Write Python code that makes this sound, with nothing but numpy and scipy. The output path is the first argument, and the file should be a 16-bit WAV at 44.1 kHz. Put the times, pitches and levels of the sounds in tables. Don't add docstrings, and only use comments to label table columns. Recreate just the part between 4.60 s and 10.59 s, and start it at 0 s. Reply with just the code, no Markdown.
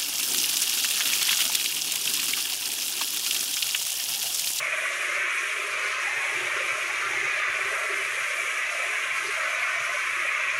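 import sys
import numpy as np
from scipy import signal
from scipy.fft import rfft, irfft, next_fast_len
from scipy.io import wavfile
from scipy.ndimage import uniform_filter1d, map_coordinates

SR = 44100
rng = np.random.default_rng(int(sys.argv[2]) if len(sys.argv) > 2 else 0)


def persist_wave(psi):
    counts = np.round(np.clip(psi, -1, 1) * 32767).astype(np.int16)
    wavfile.write(sys.argv[1], SR, np.atleast_2d(counts).T)


N = 264159
TIME = np.arange(N) / SR


# time_s, roar_level_db, hiss_level_db, top_hiss_level_db
JET_LEVELS = [(0.0, -36, -44, -44), (0.12, -32, -45, -46.5), (0.19, -34, -46, -42.5),
              (0.4, -31.5, -43.5, -44), (0.87, -33, -43.5, -44), (1.02, -37.5, -47.5, -45),
              (1.28, -33.5, -43.5, -46), (1.55, -30.5, -44.5, -45.5), (2.2, -34, -44, -45),
              (2.7, -30.5, -43.5, -48.5), (3.2, -31.7, -46, -44.5), (3.95, -33.5, -44.5, -44),
              (4.45, -31.5, -45, -45.5), (4.75, -32.5, -44, -44.5), (5.35, -33, -43.5, -46.5),
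              (5.7, -30, -46.5, -46), (5.99, -32.5, -44.5, -46)]
# pitch_hz, strength_db
ROAR_TONE = [(950, -24), (1350, -24.5), (1580, -5), (1700, -2.5), (1790, -4), (1910, 0), (2060, 0),
             (2170, -4), (2300, -16), (3500, -43)]
# pitch_hz, strength_db
HISS_TONE = [(3000, -21), (4300, -17.5), (4800, -10), (5600, 0.3), (6250, 2), (6900, 0.5), (7250, -20),
             (9000, -41)]
# pitch_hz, strength_db
TOP_HISS_TONE = [(6000, -9), (7300, -3), (8200, -4), (9300, -1.1), (10700, -3), (11500, -6), (12200, -15),
                 (12800, -4.5)]
# time_s, level_db
MOUTH_LEVELS = [(0.0, -37), (0.45, -38), (0.58, -36), (0.66, -35.5), (0.74, -36), (1.02, -38.5),
                (1.34, -35), (1.6, -39.5), (1.98, -35), (2.3, -37), (2.43, -34.5), (2.62, -37.5),
                (2.9, -34), (3.0, -38), (3.13, -34), (3.25, -35.5), (3.72, -38.5), (4.33, -37.5),
                (4.53, -35.5), (4.67, -39.5), (4.78, -33), (5.4, -34.5), (5.99, -36)]
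# pitch_hz, width_hz, strength_db
MOUTH_RESONANCES = [(1085, 131, 1), (1212, 144, 1.1), (1344, 215, 1.5), (1523, 116, 1)]
# pitch_hz, strength_db
LOW_HISS_TONE = [(3600, -10), (4050, 2), (4700, 0), (5200, -1.5), (5700, -33)]
# time_s, level_db
LOW_HISS_LEVELS = [(0.0, -52), (0.22, -59), (0.23, -52), (0.58, -47), (0.6, -56), (1.35, -44), (1.5, -49.5),
                   (3.75, -49), (3.94, -58), (4.09, -48), (4.5, -55), (4.54, -46.5), (5.91, -52.5),
                   (5.99, -48)]
# pitch_hz, strength_db
RING_TONE = [(1600, -36), (2020, -18), (2160, -2.5), (2340, 0.5), (2450, -3.5), (2600, -4), (2720, -14),
             (2950, -27), (4000, -38)]
# time_s, level_db
RING_LEVELS = [(0.0, -30.5), (0.45, -32.5), (0.65, -30.5), (1.05, -33), (1.5, -31), (1.9, -32),
               (2.15, -31.5), (2.6, -32), (2.97, -29), (3.12, -34.5), (3.3, -33), (4.05, -31), (4.6, -31),
               (4.85, -33), (5.05, -30.5), (5.3, -31.5), (5.55, -31.5), (5.88, -28.5), (5.99, -29)]
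# pitch_hz, strength_db
RASP_TONE = [(2400, -30), (2750, 2.5), (3000, -2.5), (3350, -5), (3700, -8.5), (4050, -12.5), (4700, -27)]
# time_s, level_db
RASP_LEVELS = [(0.0, -40.5), (0.7, -39.5), (0.9, -40.5), (1.3, -39.7), (1.47, -41), (1.72, -39),
               (2.0, -38.7), (2.15, -41.5), (2.45, -39.7), (2.77, -39), (3.35, -41.7), (3.55, -40.5),
               (4.65, -40), (4.82, -40.5), (5.1, -40.5), (5.3, -41), (5.88, -39), (5.99, -40.5)]
# middle_s, length_s, roar_rise_db, top_hiss_loss_db
MORTAR_SLUGS = [(0.65, 0.25, 2, 4), (0.755, .07, 3.5, -1), (1.17, 0.11, 0, 2), (1.53, 0.11, -0.5, 2.5),
                (2.87, 0.22, 1.0, 3.0), (4.06, 0.21, 1, 3), (4.5, 0.17, 0.3, 1.5), (4.83, 0.14, 0.3, 2.5),
                (5.04, 0.37, 1, 2.5), (5.18, 0.11, 0.3, 4), (5.685, 0.084, 2.2, -1), (5.83, 0.46, -0.5, 4)]
# middle_s, length_s, roar_change_db, hiss_change_db, top_hiss_change_db
POCKETS = [(0.325, .07, -2, 3, -2), (0.92, 0.062, 2, 3, -2), (1.37, 0.12, -2.5, 0, -3),
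           (2.0, .09, 0.5, 2, -2.5), (2.27, 0.065, -2, 1, -1), (3.63, .1, 0.5, 2, -0.5),
           (4.13, 0.15, -2, 2, 0), (4.66, 0.16, -3, 0.5, -1), (5.36, 0.11, -1.5, -0.5, 1)]


def jet():
    roar_db, hiss_db, top_db = curves(JET_LEVELS, glide_s=0.045)
    mouth_db, = curves(MOUTH_LEVELS, glide_s=0.018)
    low_db, = curves(LOW_HISS_LEVELS, glide_s=0.08)
    ring_db, = curves(RING_LEVELS, glide_s=0.05)
    rasp_db, = curves(RASP_LEVELS, glide_s=0.05)
    load_db, choke_db = humps(MORTAR_SLUGS)
    sag_db, spit_db, top_sag_db = humps(POCKETS)

    sand = impacts(per_second=2000, spread_db=2.0)
    rasp_sand = impacts(per_second=1500, spread_db=1.5)

    roar_air = turbulence(sputter_db=0.8, sputter_rate=150)
    roar = undb(roar_db + load_db + sag_db + 0.3) * colour(roar_air, ROAR_TONE)

    bore_air = turbulence(sputter_db=-2.0, sputter_rate=300) + undb(-18.5) * sand
    ring = undb(ring_db + load_db + sag_db) * colour(bore_air, RING_TONE)

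    rasp_air = turbulence(sputter_db=1.2, sputter_rate=90) + undb(-11.0) * rasp_sand
    rasp = undb(rasp_db - 0.22) * colour(rasp_air, RASP_TONE)

    mouth_air = resonate(turbulence(sputter_db=1.5, sputter_rate=90), MOUTH_RESONANCES)
    mouth = undb(mouth_db + 0.47) * low_cut(mouth_air, cut_hz=940)

    low_air = turbulence(sputter_db=2.5, sputter_rate=37) + undb(-11) * sand
    low_hiss = undb(low_db - 2.4) * colour(low_air, LOW_HISS_TONE)

    hiss_air = turbulence(sputter_db=1.0, sputter_rate=51) + undb(-1.0) * sand
    hiss = undb(hiss_db - load_db + spit_db - 0.7) * colour(hiss_air, HISS_TONE)

    top_air = turbulence(sputter_db=0.7, sputter_rate=35) + undb(-14.5) * sand
    top_hiss = undb(top_db - choke_db + top_sag_db + 3.0) * colour(top_air, TOP_HISS_TONE)
    return roar + ring + rasp + mouth + low_hiss + hiss + top_hiss


# time_s, level_db
BLAST_LOW_LEVELS = [(0.0, -61), (0.3, -55), (0.95, -49.5), (1.2, -50.5), (1.63, -52.5), (1.78, -47.5),
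                    (2.1, -46), (2.39, -51.5), (2.6, -40), (2.79, -56), (3.05, -46), (3.2, -56),
                    (3.37, -43.5), (3.7, -66), (3.8, -49), (4.0, -56), (4.12, -68), (4.3, -49), (4.52, -61),
                    (4.68, -46.5), (4.78, -58), (5.27, -61.5), (5.38, -53), (5.98, -59)]
# time_s, level_db
BLAST_MID_LEVELS = [(0.0, -47), (0.2, -46), (0.61, -46.5), (0.71, -53.5), (0.92, -52.5), (1.25, -45),
                    (1.43, -51), (1.99, -45), (2.48, -49), (2.77, -47.5), (2.85, -49), (3.2, -42.5),
                    (3.54, -50), (3.75, -44.5), (4.02, -48.5), (4.2, -42), (4.38, -50.5), (4.5, -50),
                    (4.7, -54), (4.78, -44.5), (5.33, -46), (5.46, -54.5), (5.66, -47.5), (5.98, -49)]
# time_s, level_db
BLAST_HIGH_LEVELS = [(0.0, -50), (0.2, -67), (0.4, -69), (0.9, -76), (1.2, -50), (1.33, -55), (1.48, -44),
                     (1.75, -43.5), (2.2, -56), (2.33, -51), (2.65, -46), (2.75, -56), (3.12, -47),
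                     (3.5, -60), (3.6, -47), (3.72, -74), (3.9, -62), (4.0, -53), (4.65, -51), (5.98, -58)]
# time_s, centre_hz
BLAST_MID_PITCH = [(0.0, 615), (0.93, 617), (1.15, 577), (1.43, 597), (2.23, 583), (2.37, 632), (3.94, 596),
                   (5.24, 653), (5.44, 610), (5.98, 633)]
# pitch_hz, strength_db
THUD_TONE = [(120, -27), (210, -25.5), (270, -14), (330, -7.5), (480, -2), (700, -10)]


def blast():
    mid_hz, = curves(BLAST_MID_PITCH, glide_s=0.046)
    low = hollow(BLAST_LOW_LEVELS, 394, width_hz=87.0, wander_hz=13.7, gurgle_db=1.7, throb_db=0.7)
    mid = hollow(BLAST_MID_LEVELS, mid_hz, width_hz=151, wander_hz=20, gurgle_db=1.5, throb_db=1.0)
    high = hollow(BLAST_HIGH_LEVELS, 862, width_hz=207, wander_hz=29, gurgle_db=2.0, throb_db=1.5)
    thuds = colour(impacts(per_second=250, spread_db=1.5), THUD_TONE)
    return undb(-0.5) * low + undb(1.5) * mid + undb(-3.0) * high + undb(-56.0) * thuds


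def hollow(table, hz, width_hz, wander_hz, gurgle_db, throb_db):
    level_db, = curves(table, glide_s=0.014)
    clots = impacts(per_second=240, spread_db=1.5)
    push = turbulence(sputter_db=gurgle_db, sputter_rate=21) + undb(-2.0) * clots
    centre_hz = hz + wander_hz * walk(7.8)
    turn = np.exp(2j * np.pi * np.cumsum(centre_hz) / SR)
    low_pass = signal.butter(3, width_hz / 2, fs=SR, output="sos")
    ring = signal.sosfilt(low_pass, push / turn)
    throbbing = np.real(ring * turn) * undb(throb_db * walk(40))
    return undb(level_db) * unit(throbbing)


# middle_s, pitch_hz, peak_level_db
CLOT_PUFFS = [(0.03, 650, -41), (0.143, 612, -32), (0.189, 623, -36), (0.25, 640, -45), (0.31, 640, -38),
              (0.42, 610, -43), (0.498, 587, -33.5), (0.576, 585, -32), (1.48, 815, -34), (1.511, 850, -37),
              (1.664, 563, -38), (1.728, 411, -38), (1.743, 890, -39.5), (1.78, 370, -35.5),
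              (1.821, 378, -38), (1.937, 563, -36), (1.972, 396, -33), (2.009, 560, -33), (2.31, 830, -38),
              (2.539, 840, -37), (2.574, 387, -45), (2.636, 407, -36), (3.127, 426, -34), (3.13, 626, -39),
              (3.213, 562, -39), (3.254, 417, -35), (3.305, 395, -33), (3.71, 600, -38), (4.152, 570, -39),
              (4.203, 550, -38), (4.25, 670, -34), (4.651, 412, -37.5), (4.693, 416, -36),
              (4.789, 626, -38), (4.945, 634, -37), (5.132, 673, -36), (5.171, 680, -36.5),
              (5.294, 660, -36), (5.351, 588, -33), (5.654, 586, -34), (5.801, 630, -37)]


def clots_landing():
    return puffs(CLOT_PUFFS, length_s=0.033)


def puffs(table, length_s):
    out = 0
    jitter_rad = 0.3 * walk(50)
    for middle_s, hz, db in table:
        since = TIME - middle_s
        phase = 2 * np.pi * (hz * since + rng.random()) + jitter_rad
        out = out + undb(db) * hump(middle_s, length_s) * np.cos(phase)
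    return out


def mottle(x, patchy_db, patch_hz, patch_s, size=2048, count=15):
    overlap = size * 3 // 4
    hz, t, bins = signal.stft(x, SR, nperseg=size, noverlap=overlap)
    place = np.meshgrid(hz / patch_hz, t / patch_s, indexing="ij")
    chance = rng.standard_normal((size // 2, size // 2))
    patches = unit(map_coordinates(chance, place, order=3, mode="mirror"))
    gain = undb(patchy_db * patches)
    gain = gain / np.sqrt(uniform_filter1d(gain ** 2, count, axis=0))
    return signal.istft(bins * gain, SR, nperseg=size, noverlap=overlap)[1][:N]


def wall_echo(x, lag_s, sway_s, sway_rate, echo_db):
    lag = lag_s + sway_s * walk(sway_rate)
    echo = map_coordinates(x, [(TIME - lag) * SR], order=3)
    return (x + undb(echo_db) * echo) / np.hypot(1, undb(echo_db))


def room(x, t60_s, wet_db, turn_s, count=15):
    t, wet = TIME[:SR // 2], 0
    for k in range(count):
        soft_noise = signal.lfilter([1, 1], [2], rng.standard_normal(len(t)))
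        tail = soft_noise * undb(-60 * t / t60_s) * (t > 0.004)
        tail = tail / np.sqrt(np.sum(tail ** 2) * 2)
        away = np.abs((TIME / turn_s - k + count / 2) % count - count / 2)
        share = np.sqrt(np.maximum(0, 1 - away))
        wet = wet + signal.fftconvolve(x * share, tail)[:N]
    return (x + undb(wet_db) * wet) / np.hypot(1, undb(wet_db))


# time_s, level_db
DRONE_LEVELS = [(0.0, -64), (0.33, -72.5), (0.53, -67), (0.79, -78), (1.47, -72), (1.69, -73), (1.8, -59),
                (2.0, -67), (2.15, -63), (2.33, -67), (2.5, -65), (2.68, -60), (2.81, -71), (3.06, -65),
                (3.26, -78), (3.5, -65), (4.25, -78), (4.6, -68), (4.95, -72), (5.25, -65.5), (5.8, -77),
                (5.98, -60)]
# pitch_hz, width_hz, strength_db
DRONE_RESONANCES = [(119, 16, 1), (134, 22, 0), (132, 53, -3)]
# time_s, level_db
RUMBLE_LEVELS = [(0.0, -72), (0.55, -73), (0.75, -82), (1.2, -67), (1.8, -72), (2.2, -74), (2.95, -66),
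                 (3.5, -71.5), (4.15, -74), (4.8, -70), (5.45, -68), (5.99, -69)]
# pitch_hz, width_hz, strength_db
RUMBLE_RESONANCES = [(38, 23, -5), (64.6, 11, 2.5), (85, 92, -7.5)]
# middle_s, pitch_hz, peak_level_db
DRONE_BOOMS = [(0.022, 138, -52), (1.58, 132, -53), (1.761, 128, -51), (1.808, 68, -58), (1.822, 127, -51),
               (2.131, 128, -52), (2.466, 133, -51), (2.597, 130, -52), (2.652, 139, -47),
               (2.893, 129, -56), (2.894, 75, -54), (3.049, 133, -51.5), (3.06, 66, -58), (3.31, 63, -65),
               (3.423, 65, -58), (5.217, 132, -53)]


def drone():
    drone_db, = curves(DRONE_LEVELS, glide_s=0.037)
    rumble_db, = curves(RUMBLE_LEVELS, glide_s=0.1)
    hum = resonate(turbulence(sputter_db=2.5, sputter_rate=23), DRONE_RESONANCES)
    rumble = resonate(turbulence(sputter_db=0.0, sputter_rate=36), RUMBLE_RESONANCES)
    booms = puffs(DRONE_BOOMS, length_s=0.05)
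    return undb(drone_db + 1.5) * hum + undb(rumble_db + 1.5) * rumble + booms


def turbulence(sputter_db, sputter_rate):
    return rng.standard_normal(N) * undb(sputter_db * walk(sputter_rate))


def impacts(per_second, spread_db):
    hit = rng.random(N) < per_second / SR
    size = undb(spread_db * np.minimum(rng.exponential(size=N), 5))
    return unit(hit * size * np.sign(rng.standard_normal(N)))


def walk(rate):
    t = TIME[::100]
    hz = np.fft.rfftfreq(len(t), t[1])
    spectrum = rfft(rng.standard_normal(len(t))) * np.exp(-(hz / rate) ** 2)
    return np.interp(TIME, t, unit(irfft(spectrum, len(t))))


def curves(table, glide_s):
    s, *columns = np.transpose(table)
    span = max(1, int(glide_s * SR))
    return [uniform_filter1d(np.interp(TIME, s, c), span, mode="nearest") for c in columns]


def hump(middle_s, length_s):
    return np.cos(np.pi * np.clip((TIME - middle_s) / length_s, -0.5, 0.5)) ** 2


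def humps(table):
    return sum(np.outer(heights_db, hump(s, length)) for s, length, *heights_db in table)


def undb(db):
    return 10 ** (np.asarray(db) / 20)


def unit(x):
    return x / np.sqrt(np.mean(x ** 2))


def shape(x, response):
    size = next_fast_len(N + SR // 2)
    hz = np.maximum(np.fft.rfftfreq(size, 1 / SR), 1)
    return unit(irfft(rfft(x, size) * response(hz), size)[:N])


def colour(x, points):
    f, db = np.transpose(points)

    def response(hz):
        inside = undb(np.interp(np.log(hz), np.log(f), db))
        return inside * np.minimum(1, np.minimum(hz / f[0], f[-1] / hz)) ** 2
    return shape(x, response)


def resonate(x, modes):
    def response(hz):
        peaks = [undb(db) / (1 + ((hz - f * f / hz) / width) ** 2) for f, width, db in modes]
        return np.sqrt(sum(peak ** 2 for peak in peaks))
    return shape(x, response)


def low_cut(x, cut_hz, order=12):
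    return shape(x, lambda hz: 1 / np.sqrt(1 + (cut_hz / hz) ** (2 * order)))


def scene():
    rush = mottle(jet(), patchy_db=2.5, patch_hz=69.97, patch_s=0.045)
    gun = wall_echo(rush, lag_s=0.0022, sway_s=0.000292, sway_rate=1.41, echo_db=-18)
    in_room = room(gun + blast(), t60_s=0.17, wet_db=-8.0, turn_s=0.349)
    return (in_room + clots_landing() + drone())[None]


def record(dry):
    window_s, taken_back = 0.094, 0.23
    span = max(1, int(window_s * SR))
    power = uniform_filter1d(uniform_filter1d(dry ** 2, span), span // 2 + 1)
    gain = (power / np.mean(power)) ** (-taken_back / 2)
    top_cut = signal.ellip(8, 0.2, 70, 12150, fs=SR, output="sos")
    return signal.sosfilt(top_cut, dry * gain)


dry = scene()
out = record(dry)
persist_wave(out)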